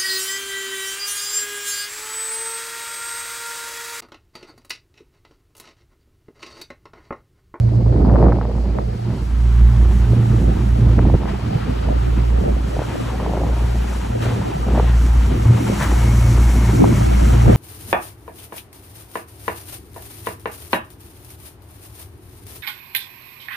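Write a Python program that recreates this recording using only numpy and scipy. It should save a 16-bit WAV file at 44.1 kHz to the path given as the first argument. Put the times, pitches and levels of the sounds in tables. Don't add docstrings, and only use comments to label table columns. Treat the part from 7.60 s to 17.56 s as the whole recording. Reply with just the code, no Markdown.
import sys
import numpy as np
from scipy import signal
from scipy.io import wavfile
from scipy.ndimage import uniform_filter1d

SR = 44100
rng = np.random.default_rng(int(sys.argv[2]) if len(sys.argv) > 2 else 0)


def transcribe(u):
    v = np.clip(np.atleast_2d(u).T, -1, 1)
    q = np.round(v * 32767).astype(np.int16)
    wavfile.write(sys.argv[1], SR, q)


N = 439236

SHAFT_HZ = (28.79, 29.17)
IN_STEP_S = 5.98
ENGINE_WAVER_DB = 2.03
# multiple of shaft speed, gain of first engine in dB, of second in dB.
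ENGINE_ORDERS = [(2, 2.5, 4), (3, -11.5, -20.5), (4, -2.5, -3), (6, -7.5, -22), (7, 1, -24),
                 (12, -12, -19.5)]
# time in seconds, gain of second order in dB, of third and fourth orders in dB.
ENGINE_GAINS = [(0.0, -12, -12.5), (0.33, -16.5, -12.5), (0.71, -17.5, -16), (0.78, -27, -30),
                (1.33, -17, -26), (1.55, -29, -25), (1.8, -18, -22), (2.1, -15.5, -15.5),
                (2.5, -14.5, -13.5), (2.99, -20, -16.5), (3.54, -18, -14), (3.61, -23.5, -28),
                (4.45, -22.5, -22), (4.8, -19.5, -28), (5.64, -26.5, -30.5), (6.31, -23.5, -27),
                (6.64, -22.5, -17), (6.97, -26, -30), (7.3, -18, -22.5), (7.64, -16.5, -20),
                (7.84, -18, -20.5), (7.9, -22, -7.5), (7.98, -30, -23), (8.4, -19, -16.5),
                (8.96, -15, -11.5), (9.3, -12.5, -16), (9.96, -20, -13.5)]
# time in seconds, gain in dB.
UPPER_ORDER_GAINS = [(0, -31.5), (1.7, -37), (2.2, -27), (3.5, -28.5), (4.2, -35.5), (6, -38.5),
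                     (7.6, -35.5), (8, -28), (9.96, -25.5)]
# time in seconds, lead in shaft turns.
SECOND_ENGINE_LEAD = [(0.15, -.02), (1.4, -.015), (2.6, .03), (3.9, .04), (5.3, 0), (6.7, -.035), (7.95, 0)]
# time in seconds, left minus right in dB.
BASS_LEAN = [(0, -2.8), (4.8, -2.4), (5.4, 0)]

# time in seconds, then gains in dB of rumble, shared flutter and
BREEZE = [(0, -29, -43.5, -38), (0.41, -14, -51, -26.5), (0.85, -28.5, -36, -45.5), (1.74, -31.5, -51, -50),
          (2.49, -22.5, -47, -55), (3.15, -25.5, -59, -41), (4.5, -27.5, -41.5, -31),
          (6.05, -29.5, -40.5, -36.5), (6.99, -26.5, -48, -29), (7.3, -32, -73, -38),
          (8.4, -25.5, -39, -42), (9.16, -19, -51, -48), (9.45, -27.5, -62, -22.5), (9.96, -36, -30, -32)]
# peak time, rise and fall in seconds, then the same three gains in dB.
GUSTS = [(0.67, 0.49, 0.15, -12, -16.5, -24), (0.97, 0.22, 0.26, -25, -33, -43),
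         (1.19, 0.11, 0.07, -31, -26, -26.5), (1.5, 0.034, 0.13, -16.5, -35.5, -44),
         (2.55, 0.12, 0.078, -13, -36, -47), (2.86, 0.45, 0.3, -15, -34, -36),
         (3.27, 0.14, 0.14, -13.5, -34, -47), (3.38, 0.016, 0.089, -10, -26.5, -32),
         (3.49, 0.12, 0.03, -7.5, -34, -42), (3.546, 0.023, 0.021, -3.5, -40, -23),
         (3.63, 0.15, 0.24, -27, -32.5, -35), (3.96, 0.26, 0.06, -19.5, -34, -32),
         (4.1, 0.11, 0.1, -23.5, -34, -32), (4.3, 0.078, 0.051, -15.5, -33, -33),
         (4.59, 0.068, 0.038, -22.5, -33.5, -39), (4.86, 0.11, 0.13, -15.5, -28, -20.5),
         (5.19, 0.09, 0.077, -30, -31, -37), (5.35, 0.046, 0.18, -46, -48, -29),
         (5.78, 0.72, 0.41, -23.5, -28.5, -49), (6.63, 0.11, 0.77, -24, -32.5, -49),
         (7.08, 0.026, 0.29, -17, -27.5, -38), (7.19, 0.094, 0.048, -24, -16, -42),
         (7.85, 0.61, 1, -16.5, -57, -28), (8.1, 0.15, 0.094, -24, -29.5, -24),
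         (9.22, 0.14, 0.31, -9.5, -28.5, -15.5), (9.74, 0.37, 0.1, -17.5, -35, -35),
         (9.88, 0.063, 0.12, -6.5, -21, -11)]
# frequency in Hz, relative density in dB per Hz.
RUMBLE_SPECTRUM = [(30, -35), (45, -13), (80, -4.5), (150, -8), (250, -11.5), (400, -20), (700, -43.5)]
FLUTTER_SPECTRUM = [(150, -33), (300, -1), (500, 15), (800, -3.5), (1200, -15.5), (2000, -48), (3000, -63)]
APART_SPECTRUM = [(80, -13), (180, -1), (300, 3.5), (600, 1), (900, -10), (1400, -27), (2500, -27)]
# time in seconds, gain in dB.
APART_RING_GAINS = [(0, 5), (1.15, -6), (1.3, 17), (1.6, 13), (2.4, 17.5), (3.1, 15.5), (3.4, 7),
                    (4.4, 3.5), (5.0, -1.5), (5.4, -25), (6.95, 10), (7.1, -4)]
APART_RING_HZ, APART_RING_WIDTH_HZ = 820, 260

# time in seconds, churn gain in dB, spray gain in dB.
WAKE = [(0.0, -53, -58.5), (0.69, -49.5, -61), (1.14, -49, -58), (2.25, -41.5, -49), (3.16, -41.5, -49.5),
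        (3.66, -41.5, -53.5), (4.05, -39, -51.5), (4.94, -42, -51.5), (5.85, -43, -51),
        (6.38, -39.5, -44.5), (6.57, -41.5, -49), (7.1, -40, -47.5), (7.52, -39.5, -42.5),
        (7.68, -38.5, -45.5), (8.3, -35, -37), (8.85, -36.5, -37), (9.96, -33.5, -39)]
# peak time, rise and fall in seconds, churn gain in dB, spray gain in dB.
SPLASHES = [(3.69, 0.038, 0.079, -36, -55), (5.38, 0.76, 0.9, -39, -47), (5.96, .2, 0.49, -41, -49),
            (6.625, 0.04, 0.35, -32, -42.5), (7.19, 0.042, 0.45, -38.5, -61),
            (8.07, 0.035, 0.16, -34.5, -45), (8.235, 0.14, 0.043, -32, -34)]
# frequency in Hz, relative density in dB per Hz.
CHURN_SPECTRUM = [(400, -11), (600, -1), (900, 3), (1300, -4), (1700, -4), (2500, -10), (3200, -10),
                  (4500, -20), (5600, -37)]
CHURN_WIDE_SPECTRUM = [(600, 13.5), (900, 0), (1300, 2.5), (1900, -25), (2600, 2.5), (4000, -24), (5000, 0),
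                       (6000, -51)]
SPRAY_SPECTRUM = [(4400, -9), (5600, -3), (7500, -5.5), (10000, -12), (12000, -13), (14500, -10)]
SPRAY_WIDE_SPECTRUM = [(7000, -26), (8500, -12), (10500, 2), (12300, 0), (15000, 3), (18500, -11)]
CHURN_DB, CHURN_WIDE_DB, SPRAY_WIDE_DB = 3.5, -1.5, -0.5
DIP_HZ, DIP_WIDTH_HZ, DIP_SHARE = 4990, 580, 0.52

# frequency in Hz, relative density in dB per Hz.
HISS_SPECTRUM = [(3000, -10), (4000, -12), (4800, 4.5), (5600, -11.5), (7000, -19)]
HISS_DB = -54.5

# start in seconds, gain of the main puff in dB, pitch in Hz.
EDDIES = [(0.383, -18, 604), (0.497, -18.5, 942), (0.525, -16, 587), (0.557, -9, 860), (0.591, -13, 800),
          (0.644, -16, 900), (0.661, -14.5, 955), (0.721, -11, 940), (0.725, -15.5, 935),
          (0.786, -14.5, 700), (0.812, -14, 895), (0.852, -13.5, 810), (0.915, -21, 850),
          (1.186, -12.5, 940), (2.532, -10, 444), (3.383, -10, 500), (3.39, -12, 1090), (3.393, -11, 690),
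          (3.452, -11, 700), (3.499, -10.5, 745), (3.539, -4, 382), (3.655, -17, 810), (4.287, -12.5, 624),
          (4.324, -12.5, 554), (4.572, -11, 220), (4.836, -15, 455), (4.878, -10.5, 520), (5.166, -12, 514),
          (5.191, -9, 665), (5.217, -10, 543), (5.355, -14.5, 546), (5.487, -24, 640), (5.543, -18, 553),
          (5.6, -14, 850), (5.662, -11, 695), (5.694, -14, 600), (5.735, -10.5, 650), (5.774, -9, 550),
          (5.817, -12, 600), (5.835, -12, 650), (7.066, -17, 596), (7.143, -16, 503), (7.176, -7, 620),
          (7.197, -2, 720), (7.242, -17, 600), (8.087, -17, 595), (8.097, -8, 375), (8.211, -10, 920),
          (8.316, -14, 620), (8.323, -9.5, 300), (9.241, -0.5, 744)]
FRONT_SHARE, FULL_FRONT_HZ, PUSH_SHARE = 0.3, 950, 0.7

# time in seconds, gain in dB; the first gain holds before.
LAUNCH_GAINS = [(7.3, -61), (7.9, -44), (9.0, -39), (9.96, -46)]
# frequency in Hz, relative density in dB per Hz.
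LAUNCH_RUSH_SPECTRUM = [(500, 11), (800, 3.5), (1300, 4.5), (2200, -2), (2800, -6)]
SLAP_SPECTRUM = [(500, 4), (1000, 12), (1800, 11), (2500, 1), (3200, -8)]
# frequency in Hz, width in Hz, gain relative to the rush in dB.
LAUNCH_DRONES = [(950, 90, -6), (2180, 70, -3)]
SLAP = (8.225, 0.05, 0.09, -24)

SUPPRESS_KNEE = 2.5
CENTRE_TOP_HZ, WIDE_TOP_HZ = 12550, 15750


def from_db(db):
    return np.exp(np.asarray(db) * (np.log(10) / 20))


def rms_one(x):
    return x / np.sqrt(np.mean(x ** 2) + 1e-20)


def in_time(rows):
    s, *columns = np.transpose(rows)
    return [np.interp(np.arange(N) / SR, s, c) for c in columns]


def swells(steady, events):
    t, gains = np.arange(N) / SR, from_db(in_time(steady))
    for s, rise_s, fall_s, *levels_db in events:
        near = slice(max(0, int((s - 2 * rise_s) * SR)), int((s + 2 * fall_s) * SR))
        away = np.where(t[near] < s, (s - t[near]) / rise_s, (t[near] - s) / fall_s)
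        event_gains = from_db(np.array(levels_db)[:, None] - 20 * away)
        gains[:, near] = np.hypot(gains[:, near], event_gains)
    return gains


def drift(rate_hz):
    step, run_in = 40, 2000
    r = np.exp(-2 * np.pi * rate_hz * step / SR)
    noise = rng.standard_normal(N // step + run_in + 2)
    slow = signal.lfilter([1], [1, -2 * r, r * r], noise)[run_in:]
    return np.interp(np.arange(N) / step, np.arange(len(slow)), rms_one(slow))


def resonance(x, hz, width_hz):
    r = np.exp(-np.pi * width_hz / SR)
    zeros = (1 - r * r) / 2 * np.array([1, 0, -1])
    poles = [1, -2 * r * np.cos(2 * np.pi * hz / SR), r * r]
    return signal.lfilter(zeros, poles, x)


def banded_noise(spectrum, lump_db, lump_hz, own_db, own_tilt=0):
    hz, db = np.transpose(spectrum)
    edges = 25 * 2 ** (np.arange(30) / 3)
    white = rng.standard_normal((2, N))
    lumps_db = lump_db * drift(lump_hz)
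    out = 0
    for k, (low, high) in enumerate(zip(edges, edges[1:])):
        centre_hz = np.sqrt(low * high)
        if hz[0] <= centre_hz <= hz[-1]:
            band_filter = signal.butter(2, [low, high], "band", fs=SR, output="sos")
            band = signal.sosfilt(band_filter, white[k % 2])
            band_db = np.interp(np.log(centre_hz), np.log(hz), db)
            flicker_db = own_db * (1000 / centre_hz) ** own_tilt * drift(10)
            out = out + from_db(band_db + flicker_db) * band
    return rms_one(out * from_db(lumps_db))


def stereo(centre, apart):
    return np.array([centre + apart, centre - apart])


def engines():
    second_db, middle_db = in_time(ENGINE_GAINS)
    upper_db, = in_time(UPPER_ORDER_GAINS)
    lead_turns, = in_time(SECOND_ENGINE_LEAD)
    t = np.arange(N) / SR - IN_STEP_S
    turns = (SHAFT_HZ[0] * t, SHAFT_HZ[1] * t + lead_turns)
    out = 0
    for order, *levels_db in ENGINE_ORDERS:
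        pair = sum(from_db(db) * np.sin(2 * np.pi * order * turned) for db, turned in zip(levels_db, turns))
        if order == 2:
            heard_db = second_db
        else:
            heard_db = middle_db if order <= 4 else upper_db
        out = out + from_db(heard_db + ENGINE_WAVER_DB * drift(9.2)) * pair
    return out


def small_eddies(per_s, spread_db, tilt):
    sizes = from_db(spread_db * np.minimum(rng.exponential(1, N), 3)) * rng.choice([-1, 1], N)
    chance = per_s * from_db(4.0 * drift(20)) / SR
    born = sizes * (rng.random(N) < chance)
    pitches_hz, dealt = np.geomspace(260, 850, 8), rng.integers(0, 8, N)
    rings = 0
    for k, hz in enumerate(pitches_hz):
        ring = resonance(born * (dealt == k) + 1e-18, hz, 0.49 * hz)
        rings = rings + resonance(ring, hz, 0.47 * hz) * hz ** tilt
    soft = signal.butter(4, 1900, fs=SR, output="sos")
    return rms_one(signal.sosfilt(soft, rings))


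def wind():
    rumble_gain, flutter_gain, apart_gain = swells(BREEZE, GUSTS)
    rumble = rumble_gain * banded_noise(RUMBLE_SPECTRUM, lump_db=3.0, lump_hz=32, own_db=2.0)
    flutter = from_db(-3.0) * banded_noise(FLUTTER_SPECTRUM, lump_db=3.5, lump_hz=51, own_db=3.0)
    flutter = flutter_gain * (flutter + small_eddies(per_s=220, spread_db=2.5, tilt=-1.14))
    apart = banded_noise(APART_SPECTRUM, lump_db=2.5, lump_hz=63, own_db=5.5)
    apart = apart_gain * (apart + from_db(-7) * small_eddies(per_s=40, spread_db=3.5, tilt=-0.87))
    ring_db, = in_time(APART_RING_GAINS)
    apart = apart + from_db(ring_db) * resonance(apart, APART_RING_HZ, APART_RING_WIDTH_HZ)
    return rumble, stereo(flutter, apart)


def wake():
    churn_gain, spray_gain = swells(WAKE, SPLASHES)
    churn = banded_noise(CHURN_SPECTRUM, lump_db=0.97, lump_hz=16.6, own_db=1.2, own_tilt=0.6)
    churn = churn_gain * from_db(CHURN_DB) * churn
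    churn = churn + .5 * resonance(churn, 1330, 130)
    churn_wide = banded_noise(CHURN_WIDE_SPECTRUM, lump_db=-1.0, lump_hz=13, own_db=0.0)
    churn_wide = churn_gain * from_db(CHURN_WIDE_DB) * churn_wide
    spray = spray_gain * banded_noise(SPRAY_SPECTRUM, lump_db=1.0, lump_hz=9.2, own_db=0.0)
    spray_wide = banded_noise(SPRAY_WIDE_SPECTRUM, lump_db=-1.3, lump_hz=9, own_db=2.5)
    spray_wide = spray_gain * from_db(SPRAY_WIDE_DB) * spray_wide
    centre = churn + spray
    centre = centre - DIP_SHARE * resonance(centre, DIP_HZ, DIP_WIDTH_HZ)
    return stereo(centre, churn_wide + spray_wide + 0.15 * churn)


def hiss():
    return [from_db(HISS_DB) * banded_noise(HISS_SPECTRUM, lump_db=0.2, lump_hz=9, own_db=2.5)
            for port in range(2)]


def eddies():
    out, half_turns = np.zeros(N), rng.uniform(-0.94, 1, len(EDDIES))
    for (s, db, hz), half_turn in zip(EDDIES, half_turns):
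        phase, width_s = np.pi * half_turn, 0.41 / hz
        t = np.arange(int(6 * width_s * SR)) / SR
        at = round(s * SR)

        def bell(centre, spread):
            return np.exp(-.5 * ((t - centre * width_s) / (spread * width_s)) ** 2)

        front_share = FRONT_SHARE * min(hz / FULL_FRONT_HZ, 1) ** 5
        puff = bell(2.75, 1) * np.cos(2 * np.pi * hz * t + phase)
        puff += front_share * bell(2.0, 0.85) * np.cos(2 * np.pi * 1.7 * hz * t)
        puff += PUSH_SHARE * bell(2.6, 0.69) * np.cos(2 * np.pi * 0.39 * hz * t + phase)
        out[at:at + len(t)] += from_db(db) * puff[:N - at]
    return out


def launch():
    level_db, = in_time(LAUNCH_GAINS)
    sound = banded_noise(LAUNCH_RUSH_SPECTRUM, lump_db=0.5, lump_hz=12, own_db=0.7)
    for hz, width_hz, db in LAUNCH_DRONES:
        drone = rms_one(resonance(rng.standard_normal(N), hz, width_hz))
        sound = sound + from_db(db + 0.87 * drift(5.6)) * drone
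    slap_gain, = swells([(0, -90)], [SLAP])
    slap = slap_gain * banded_noise(SLAP_SPECTRUM, lump_db=1.5, lump_hz=40, own_db=1.0)
    sound = from_db(level_db) * sound + slap
    return stereo(sound, 0.23 * sound)


def scene():
    rumble, flutter = wind()
    lean_db, = in_time(BASS_LEAN)
    bass = (engines() + rumble) * from_db([lean_db / 2, -lean_db / 2])
    return bass + flutter + wake() + hiss() + eddies() + launch()


def suppress_wind(centre, wide):
    for hz in (455, 558, 640, 801, 920, 1057):
        band = resonance(centre, hz, 0.13 * hz)
        band_wide = resonance(wide, hz, 0.14 * hz)
        agree = uniform_filter1d(band ** 2, size=500) + 1e-12
        differ = uniform_filter1d(band_wide ** 2, size=1300) + 1e-12
        centre = centre - band / (1 + np.abs(2.0 * agree / differ) ** SUPPRESS_KNEE)
    return centre


def record(dry):
    left, right = .98 * np.tanh(dry / .98)
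    centre, wide = (left + right) / 2, (left - right) / 2
    centre_top = signal.ellip(10, .5, 75, CENTRE_TOP_HZ, fs=SR, output="sos")
    wide_top = signal.ellip(10, .5, 75, WIDE_TOP_HZ, fs=SR, output="sos")
    centre = signal.sosfilt(centre_top, suppress_wind(centre, wide))
    return stereo(centre, signal.sosfilt(wide_top, wide))


dry = scene()
out = record(dry)
transcribe(out)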